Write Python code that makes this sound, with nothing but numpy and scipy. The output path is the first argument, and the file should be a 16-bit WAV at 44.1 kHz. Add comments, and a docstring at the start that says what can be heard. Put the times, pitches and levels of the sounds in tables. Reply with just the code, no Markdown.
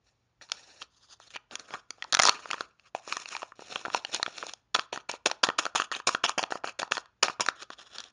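"""Foil lid of a sweets tub in a quiet room, small microphone close by, faint air noise and mains hum throughout.
First, fingers peel a flat plastic spoon off the lid: slipping grains rub, brief bursts ring the lid and film
as snaps, and dense slips through one broad resonance creak. Then short strokes drag and flick the spoon's
edge over the taut foil, among more snaps; a last light rub ends it. Sparse decaying taps make the room tail.
The recorder samples coarsely, so the treble mirrors weakly about 8 kHz."""
import sys
import numpy as np
from scipy import signal
from scipy.fft import rfft, irfft, next_fast_len
from scipy.io import wavfile
from scipy.ndimage import uniform_filter1d

SR = 44100
rng = np.random.default_rng(int(sys.argv[2]) if len(sys.argv) > 2 else 0)


def persist_wave(psi):
    """Save psi, clipped to +-1, as 16-bit WAV."""
    counts = np.round(np.clip(psi, -1, 1) * 32767).astype(np.int16)
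    wavfile.write(sys.argv[1], SR, np.atleast_2d(counts).T)


def amplitude_ratio(level_db):
    """Convert a level in decibels to the matching linear amplitude (field) ratio."""
    exponent = np.asarray(level_db, float) / 20
    return 10 ** exponent


N = 358091

# Drum modes of the lid, before touch widens them: centre_hz, width_hz, relative_db
LID_MODES = [(296, 420, -14.5), (750, 204, -5.5), (968.6, 99, -4.5), (1295.6, 180, -4), (1858, 110, -10)]
# Modes of the thin foil film, before touch widens them: centre_hz, width_hz, relative_db
FILM_MODES = [(2650, 285, 4), (3350, 178, 5), (4298, 381, 4), (4690, 340, 2.5), (5625, 290, 2),
              (5940, 190, 3), (6910, 970, 2)]
# Contact in each handling spell, last row for all strokes:
# grittiness (0-1), hiss_under_3500_hz_db, drum_share_db
CONTACT_ROWS = [(0.35, -2.5, -7), (0.53, -11, -11.5), (0.63, -5.5, -11.5), (0.4, -0.5, -0.5),
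                (0.6, -0.5, -4), (0.76, 0, -6.5), (0.71, -2.5, -8), (0.68, -1.5, -5), (0.77, 1.5, -4.5)]


def evened(x):
    """Scales to rms 1."""
    return x / np.sqrt(np.mean(x ** 2) + 1e-20)


def read(points, hz):
    """Reads a (Hz, value) curve on a log-frequency axis."""
    f, value = np.transpose(points)
    return np.interp(np.log(hz + 1), np.log(f + 1), value)


def colour(x, points):
    """Filters by a (Hz, dB) spectrum."""
    size = next_fast_len(len(x))
    gain = amplitude_ratio(read(points, np.fft.rfftfreq(size, 1 / SR)))
    return irfft(rfft(x, size) * gain, size)[:len(x)]


def background():
    """Faint coloured air noise under steady mains hum and its octave."""
    # Colour of the air noise: frequency_hz, relative_db (per Hz)
    air_tone = [(29, -27), (50, 4), (450, -11.5), (923, -13.5), (6050, -26), (7800, -27), (10100, -42.5),
                (17200, -120)]
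    # Mains hum: frequency_hz, level_db (rms)
    hum_tones = [(59.2, -92.5), (118.4, -83.5)]
    t = np.arange(N) / SR
    hum = 0
    for hz, db in hum_tones:
        hum = hum + amplitude_ratio(db) * np.sqrt(2) * np.sin(2 * np.pi * (hz * t + rng.random()))
    air = evened(colour(rng.standard_normal(N), air_tone))
    return amplitude_ratio(-76.5) * air + hum


def ring(modes, extra_db, t, damping):
    """Impulse response of decaying modes of alternating sign; touch widens them by the damping factor."""
    hz, width, db = np.transpose(modes)[:, :, None]
    width = width * damping
    sign = (-1.) ** np.arange(len(modes))[:, None]
    decay = np.exp(-np.pi * width * t)
    return (sign * width * amplitude_ratio(db + extra_db) * decay * np.sin(2 * np.pi * hz * t)).sum(0)


def wandering(drive, modes, shift_db=5.0, damping=2.15):
    """The contact point moves, so the modes are fed in changing strengths: three bodies take turns."""
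    short = np.arange(800) / SR
    turn = np.arange(len(drive)) / SR * 45 + np.arange(3)[:, None] * np.pi / 3  # 45 rad/s
    shifts = shift_db * rng.standard_normal((3, len(modes)))
    bodies = np.array([ring(modes, shift[:, None], short, damping) for shift in shifts])
    bodies /= np.linalg.norm(bodies, axis=1, keepdims=True)
    feeds = drive * np.cos(turn) ** 2 * 2 / 3
    return signal.fftconvolve(feeds, bodies, axes=1).sum(0)


def catches(count, per_s, size_db):
    """Sparse larger slips: the edge catches on a crease and lets go in a short ragged burst."""
    when, size = rng.random((2, count))
    train = (when < per_s / SR) * amplitude_ratio(-size_db * np.log(size + .02))
    burst = np.exp(-np.arange(200) / SR / 0.00083)  # decay time in s
    return np.convolve(train, burst)[:count] * rng.standard_normal(count)


def slow_noise(count, size):
    """Twice-smoothed noise of rms 1; size is the smoothing span in samples."""
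    noise = uniform_filter1d(rng.standard_normal(count), size=size)
    return evened(uniform_filter1d(noise, size=size))


def rubbing(rows, grit, low_db, drum_db, grains_per_s=900, size_db=4, flutter_db=3, rise_s=0.0015,
            catch_db=4, knock_db=6):
    """Tiny slips in clumps over a smooth slide excite the film (hiss) and the lid (rumble)."""
    s, db = np.transpose(rows)
    t = np.arange(s[0], s[-1], 1 / SR)
    count = len(t)
    pressure = amplitude_ratio(np.interp(t, s, db)) * (1 - np.exp((s[0] - t) / rise_s)) ** 2
    when, sign, size = rng.random((3, count))
    grains = (when < grains_per_s / SR) * np.sign(sign - .5) * amplitude_ratio(-size_db * np.log(size + 0.031))
    grains = evened(grains)
    clumps = slow_noise(count, 250)
    surges = 4.03 * slow_noise(count, 700)  # dB at full grit: the hand pushes unevenly
    grit = np.clip(grit, 0, 1)
    slide = np.sqrt(1 - grit ** 2) * rng.standard_normal(count)
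    drive = (grit * grains + slide) * amplitude_ratio(flutter_db * grit * clumps + grit * surges)
    ticks = amplitude_ratio(catch_db) * catches(count, per_s=70, size_db=2)
    knocks = amplitude_ratio(knock_db) * catches(count, per_s=38, size_db=4.0)
    film = wandering(pressure * (drive + grit * ticks), FILM_MODES)
    film = colour(film, [(1200, -40.0), (2300, low_db), (3300, low_db), (3700, 0.0)])
    drum = wandering(pressure * (drive + grit * knocks), LID_MODES)
    return s[0], film + amplitude_ratio(drum_db) * drum


def handling():
    """Skin and spoon slide on the foil in spells of changing pressure, which drives the rubbing."""
    # One list a spell of sliding, pressure setting the drive: time_s, pressure_db
    spells = [
        [(0.0, -97), (0.069, -66), (0.149, -83), (0.4, -93), (0.419, -47), (0.468, -67.5), (0.525, -52),
         (0.784, -56.5), (0.82, -45.5), (0.899, -90)],
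        [(0.899, -79), (0.97, -59.5), (0.99, -69), (1.035, -53.5), (1.077, -67), (1.131, -48), (1.179, -72)],
        [(1.179, -97), (1.207, -48.5), (1.266, -59.5), (1.28, -47), (1.29, -68), (1.31, -49), (1.335, -50.5),
         (1.365, -49.5), (1.375, -72), (1.45, -97)],
        [(1.49, -97), (1.52, -47), (1.58, -61.5), (1.6, -50), (1.67, -62.5), (1.69, -50.5), (1.747, -48.5),
         (1.795, -55), (1.81, -72.5), (1.885, -81), (1.913, -70.5), (2.1, -62), (2.12, -72)],
        [(2.12, -65), (2.184, -77), (2.198, -13), (2.214, -59), (2.244, -27), (2.29, -29), (2.3, -40.5),
         (2.467, -53), (2.512, -46.5), (2.611, -48), (2.761, -87.5), (2.875, -57), (2.899, -78)],
        [(2.937, -92), (2.953, -49), (3.019, -61.5), (3.123, -38.5), (3.277, -51), (3.319, -40.5), (3.427, -53),
         (3.451, -59.5), (3.488, -60), (3.553, -92)],
        [(3.553, -64), (3.695, -42.5), (3.914, -49), (3.946, -35), (3.995, -41), (4.01, -58), (4.045, -59.5),
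         (4.146, -33.5), (4.189, -49), (4.494, -45), (4.534, -53.5), (4.55, -74), (4.62, -87)],
        [(7.55, -62), (7.628, -43), (7.682, -86), (7.73, -39.5), (7.762, -76), (7.79, -46.5), (7.901, -64.5),
         (7.949, -43), (8.11, -62)],
    ]
    return [rubbing(rows, *contact) for rows, contact in zip(spells, CONTACT_ROWS)]


def snaps(rise_s=.0003, burst_s=0.0015, lead=22, focus_db=10, scatter_db=3.0, damping=1.3):
    """A brief burst of slips rings the lid and the film; modes near the snap's own pitch ring loudest."""
    # Foil buckles or glue lets go, peaks before the sheet's radiation:
    # time_s, drum_peak_db, crackle_peak_db, drum_pitch_hz, crackle_centre_hz
    snap_rows = [(0.4132, -39, -43, 1860, 2660), (0.4896, -51, -44, 1280, 4330),
                 (0.499, -40.5, -39, 1310, 3430), (0.5191, -24.5, -10, 2310, 4170),
                 (0.819, -31.5, -28, 1770, 3430), (0.8255, -42, -27, 1110, 3145),
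                 (1.2017, -37, -45, 630, 5900), (1.3057, -50, -38, 1810, 3620),
                 (1.36, -29, -26.5, 1500, 2650), (1.3646, -34, -25.5, 2000, 2640),
                 (1.5115, -38, -31.5, 930, 3460), (1.5554, -26, -18, 1340, 4990),
                 (1.5971, -49, -27.5, 1830, 4700), (1.7076, -33.5, -33.5, 1000, 2320),
                 (1.7392, -23.5, -26, 1100, 2310), (1.744, -29.5, -32.5, 1270, 2470),
                 (1.7562, -33, -44, 980, 3460), (1.9066, -31, -20.5, 2270, 5340),
                 (1.9837, -46, -56.5, 716, 2330), (2.0242, -26.5, -20, 1910, 2130),
                 (2.0421, -37.5, -27.5, 720, 4320), (2.0482, -32, -54, 930, 3270),
                 (2.1257, -24.5, -7, 1710, 4040), (2.132, -18, -11.5, 1820, 4280),
                 (2.1423, -20, -11.5, 2130, 5300), (2.1493, -13, -3, 1732, 3990),
                 (2.1709, -17.5, -15, 1985, 3945), (2.1927, -12.5, -8, 1000, 2270),
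                 (2.1985, -4.5, -9.5, 2093, 5260), (2.2182, -23, -16, 1570, 6020),
                 (2.2221, -18.5, -7.5, 1750, 6020), (2.227, -27, -13, 1304, 6170),
                 (2.235, -12.5, -6, 1914, 5950), (2.2405, -19, -14, 1172, 4400),
                 (2.2535, -10, -4.5, 1013, 6100), (2.266, -20, -10.5, 960, 6180),
                 (2.2744, -14, -6.5, 970, 6200), (2.2869, -8.5, -13, 1250, 4180),
                 (2.2943, -12, -2, 1005, 4364), (2.458, -27, -37, 896, 2300),
                 (2.5055, -23.5, -28, 1900, 3680), (2.5123, -26.5, -13, 2160, 3200),
                 (2.5326, -19.5, -20.5, 1820, 2660), (2.542, -25.5, -28, 1220, 2320),
                 (2.582, -32, -42.5, 1290, 3220), (2.6088, -18, -20.5, 1290, 3870),
                 (2.7972, -56.5, -43, 1770, 3500), (2.951, -16.5, -25.5, 710, 2480),
                 (3.0775, -28, -30, 616, 5470), (3.1253, -20.5, -14.5, 1220, 2380),
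                 (3.1687, -21, -18.5, 1190, 5430), (3.2583, -35.5, -24, 820, 2980),
                 (3.2889, -47, -21, 1660, 6800), (3.3513, -26.5, -21.5, 940, 2400),
                 (3.3664, -26.5, -20.5, 1170, 4160), (3.421, -29, -31, 1050, 2650),
                 (3.4317, -21.5, -29.5, 650, 2680), (3.5216, -33.5, -67.5, 1200, 2370),
                 (3.5936, -30.5, -41.5, 403, 2600), (3.622, -33.5, -43, 524, 2690),
                 (3.7228, -32, -35, 685, 5990), (3.7592, -21, -15.5, 1020, 2560),
                 (3.8137, -39, -33, 590, 3340), (3.8522, -20.5, -29, 910, 2620),
                 (3.8583, -22.5, -27.5, 1410, 2400), (3.867, -29, -46, 710, 2410),
                 (3.8823, -24.5, -45, 405, 3810), (3.9022, -27, -32, 1260, 2640),
                 (3.9406, -27, -25, 1270, 6420), (3.9482, -10, -10, 1390, 2650),
                 (4.0498, -26, -17, 870, 2900), (4.1464, -24, -11.5, 1440, 5300),
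                 (4.163, -38, -25, 600, 7000), (4.1996, -23, -43, 656, 4260),
                 (4.2298, -16.5, -8.5, 1260, 4100), (4.2637, -20.5, -19.5, 1800, 2300),
                 (4.28, -28, -38, 418, 3870), (4.3829, -38.5, -20.5, 1670, 3930),
                 (4.4283, -22.5, -30, 1325, 2610), (4.4365, -27.5, -35, 552, 2380),
                 (4.4678, -33, -23, 666, 6540), (4.4952, -36, -26, 1190, 4220),
                 (4.5367, -35, -24, 690, 5010), (4.7517, -11.5, -13.5, 1726, 2560),
                 (4.7625, -20, -17.5, 590, 2360), (4.7902, -21.5, -28, 1253, 2345),
                 (4.795, -16.5, -14, 1310, 2570), (4.929, -21, -24, 600, 2440),
                 (4.961, -26, -27, 1420, 3240), (4.976, -22.5, -30, 1220, 3440),
                 (5.096, -19, -38, 660, 2480), (5.1152, -45, -15.5, 1030, 7150),
                 (5.141, -28.5, -43, 620, 2400), (5.2599, -16, -12, 570, 2620),
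                 (5.3002, -28, -28.5, 1170, 3750), (5.3144, -19, -12.5, 750, 3280),
                 (5.4387, -11, -6, 1690, 3380), (5.4463, -26.5, -29, 1290, 3500),
                 (5.4696, -24.5, -24.5, 1200, 4300), (5.4892, -12.5, -15, 1210, 2420),
                 (5.502, -18, -25, 1320, 3210), (5.5889, -14.5, -12, 1270, 4100),
                 (5.6545, -18.5, -17.5, 920, 3460), (5.6656, -17.5, -24.5, 1360, 3140),
                 (5.752, -19.5, -26, 1220, 3600), (5.7587, -12, -15, 940, 2700),
                 (5.8002, -11.5, -18, 1285, 2670), (5.8204, -18.5, -18.5, 1330, 2703),
                 (5.9166, -19.5, -24, 1230, 4200), (5.9242, -21.5, -22, 1040, 3340),
                 (5.9506, -31.5, -21, 1180, 3840), (6.0014, -26, -35, 1370, 3000),
                 (6.0741, -16.5, -22.5, 1192, 3856), (6.092, -13, -22, 1248, 2720),
                 (6.1507, -13.5, -15.5, 1340, 3300), (6.2402, -12, -13, 1310, 2700),
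                 (6.2636, -44, -13, 1070, 2610), (6.2902, -27.5, -23.5, 1080, 3210),
                 (6.2946, -18, -11.5, 1210, 5480), (6.379, -18.5, -41, 740, 2300),
                 (6.3936, -16.5, -17, 990, 2600), (6.4298, -22.5, -18.5, 605, 3700),
                 (6.4383, -18, -14, 1170, 2570), (6.507, -27, -30, 650, 3220),
                 (6.5229, -15, -24, 750, 3240), (6.556, -21.5, -45, 403, 4830),
                 (6.5753, -41.5, -37, 1240, 4040), (6.6387, -31.5, -37, 690, 2350),
                 (6.6445, -16.5, -33, 714, 2320), (6.6751, -25.5, -25, 1640, 3050),
                 (6.6857, -26.5, -39, 1030, 3450), (6.7983, -21.5, -19.5, 1120, 3520),
                 (6.8193, -22.5, -22.5, 1080, 2640), (6.8308, -16.5, -23.5, 1310, 2670),
                 (6.8788, -40, -43, 830, 3660), (6.913, -28, -35, 604, 2360), (6.9212, -11, -8, 1776, 3308),
                 (6.9707, -20.5, -20, 1280, 2400), (6.9798, -22, -22, 1344, 3190),
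                 (7.0585, -44, -45, 1290, 3490), (7.2331, -11, -5.5, 983, 5520),
                 (7.2391, -17, -19, 1270, 3600), (7.257, -28.5, -28, 440, 3190),
                 (7.2838, -18, -19, 1248, 2420), (7.2995, -23, -35, 1220, 2360),
                 (7.3986, -17, -26, 1130, 2510), (7.41, -18, -23, 450, 6900),
                 (7.4638, -23, -14.5, 820, 5660), (7.4871, -9.5, -11, 1324, 3795),
                 (7.6314, -38.5, -28.5, 1370, 3860), (7.7041, -26, -34, 1144, 3450),
                 (7.7337, -40, -33, 1390, 3660), (7.9845, -35, -22.5, 1400, 4800),
                 (8.004, -36.5, -22.5, 1350, 4340), (8.04, -54, -29, 1274, 4610)]
    out, t = np.zeros(N + 1200), np.arange(600) / SR
    slips = rng.standard_normal((len(snap_rows), 600)) ** 3
    slips *= (1 - np.exp(-t / rise_s)) * np.exp(-t / burst_s)
    slips[:, 25] += lead * np.sign(slips[:, 25])  # one main release among the small slips
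    lid_count = len(LID_MODES)
    luck = rng.standard_normal((len(snap_rows), lid_count + len(FILM_MODES)))
    for (s, drum_db, film_db, drum_hz, film_hz), burst, z in zip(snap_rows, slips, luck):
        lid = (LID_MODES, drum_hz, drum_db, z[:lid_count])
        film = (FILM_MODES, film_hz, film_db, z[lid_count:])
        sound = 0
        for modes, hz, db, chance in (lid, film):
            apart = np.log2(np.array(modes)[:, 0] / hz)  # octaves
            own = np.array(modes, float)
            own[np.argmin(abs(apart)), 0] = hz  # tension tunes the nearest mode to this snap's pitch
            weight = (scatter_db * chance - focus_db * abs(apart))[:, None]
            swell = 1 - np.exp(-t * hz * 4.4)  # lower pitches swell slower
            rung = np.convolve(burst, ring(own, weight, t, damping) * swell)
            sound = sound + amplitude_ratio(db) * rung / abs(rung).max()
        at = round(s * SR) - np.argmax(uniform_filter1d(sound ** 2, size=60))  # s marks the loudest moment
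        out[at:at + len(sound)] += sound
    return out[:N]


def creak(start, length, db, hz):
    """Dense slips swell and fade through one broad resonance."""
    slips_per_s, width = 1300, 0.39  # width as a share of the pitch
    t, short = np.arange(0, length, 1 / SR), np.arange(300) / SR
    slips = (rng.random(len(t)) < slips_per_s / SR) * rng.standard_normal(len(t))
    body = np.exp(-np.pi * width * hz * short) * np.sin(2 * np.pi * hz * short)
    body *= 1 - np.exp(-short * hz)
    swell = np.sin(np.pi * (t / length) ** 1.2)
    return start, amplitude_ratio(db) * evened(np.convolve(slips * swell, body))


def creaks():
    """The stretched foil creaks now and then, each time at its own pitch."""
    # Creaks, level before the sheet's radiation: start_s, length_s, level_db (rms), pitch_hz
    creak_rows = [(0.805, .03, -46.5, 3220), (1.33, 0.049, -46, 2510), (1.725, 0.035, -41, 1220),
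                  (2.24, .05, -29, 4400), (4.135, .035, -37.5, 3600)]
    return [creak(*row) for row in creak_rows]


def stroke(start, length, landing_db, drag_db):
    """Pressure of one stroke: the edge touches softly, bites in, drags, lifts, and the foil settles."""
    end, lifted_db = start + length, drag_db - 6  # the drag fades as the edge lifts
    return [(start, landing_db - 14), (start + 0.0049, landing_db), (start + 0.034, drag_db),
            (end, lifted_db), (end + .03, lifted_db - 23.5)]


def strokes():
    """The spoon's edge drags and flicks over the taut foil; each stroke's pressure drives the rubbing."""
    # Strokes of the edge, pressures setting the drive: start_s, length_s, landing_db, drag_db
    edge_strokes = [(4.742, 0.091, -25.5, -47.5), (4.922, 0.081, -30, -49), (5.087, 0.067, -38, -44),
                    (5.255, 0.072, -20, -43.5), (5.43, 0.077, -14, -41.5), (5.581, 0.098, -18.5, -41.5),
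                    (5.751, 0.095, -23, -40), (5.916, 0.077, -31.5, -41.5), (6.067, 0.088, -22, -41),
                    (6.234, 0.078, -18.5, -37.5), (6.377, .074, -20.5, -46.5), (6.502, .075, -47, -46.5),
                    (6.639, 0.058, -38, -39.5), (6.788, 0.059, -29, -46.5), (6.91, 0.082, -31.5, -39),
                    (7.225, 0.09, -17.5, -36), (7.402, 0.096, -24, -44)]
    return [rubbing(stroke(*row), *CONTACT_ROWS[-1]) for row in edge_strokes]


def radiated(foil):
    """A small sheet radiates little bass."""
    # Radiation of the sheet: frequency_hz, gain_db
    sheet_gain = [(20, -41), (100, -6), (300, 1), (700, -0.88)]
    return colour(foil, sheet_gain)


def room(x):
    """Three tails of sparse taps, each band dying at its own speed, fed in turn as the hands move."""
    # Reverberation of the place: frequency_hz, t60_s
    decay_times = [(530, 0.28), (1390, 0.33), (3680, 0.3), (7000, 0.23)]
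    # Colour of the lingering tail: frequency_hz, gain_db
    tail_tone = [(1300, 4), (2200, -2)]
    taps = np.zeros((3, SR // 2))
    starts = np.arange(200, SR // 2 - 20, 20)
    at = starts + rng.integers(0, 20, (3, len(starts)))
    np.put_along_axis(taps, at, rng.choice([-1., 1.], at.shape), 1)
    hz, t, z = signal.stft(taps, SR, nperseg=256)
    fade = amplitude_ratio(-60 * t / read(decay_times, hz)[:, None])
    tails = signal.istft(z * fade, SR, nperseg=256)[1]
    tails = tails / np.linalg.norm(tails[0])
    turn = np.arange(N) / SR * 7 + np.arange(3)[:, None] * np.pi / 3  # 7 rad/s
    feeds = colour(x, tail_tone) * np.cos(turn) * np.sqrt(2 / 3)
    return amplitude_ratio(-22.0) * signal.fftconvolve(feeds, tails, axes=1)[:, :N].sum(0)


def scene():
    """Foil sounds close to the microphone, their room tail and the background."""
    foil = snaps()
    for s, sound in handling() + strokes() + creaks():
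        part = foil[round(s * SR):][:len(sound)]
        part += sound[:len(part)]  # adds into foil
    foil = radiated(foil)
    return (foil + room(foil) + background())[None]


def band_limit(x):
    """A steep low-pass at the top of the band."""
    return signal.sosfilt(signal.butter(12, 11330, fs=SR, output="sos"), x)


def record(dry):
    """Coarse sampling: the band is limited below the fold and a weak mirror image lies above it."""
    # Level of the mirrored treble: frequency_hz, gain_db
    mirror_gain = [(6000, -100), (8000, -2), (8500, -5), (9300, -13.5), (10300, -28), (11200, -51.5),
                   (12500, -140)]
    fold_hz = 8000
    band = colour(dry[0], [(6900, 0), (7500, -12), (fold_hz, -22), (8600, -40), (10000, -120)])
    # Multiplying by a tone at twice the fold reflects the spectrum about the fold
    image = 2 * band * np.cos(2 * np.pi * 2 * fold_hz * np.arange(N) / SR)
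    mix = (band + colour(image, mirror_gain))[None]
    return band_limit(mix)


dry = scene()
out = record(dry)
persist_wave(out)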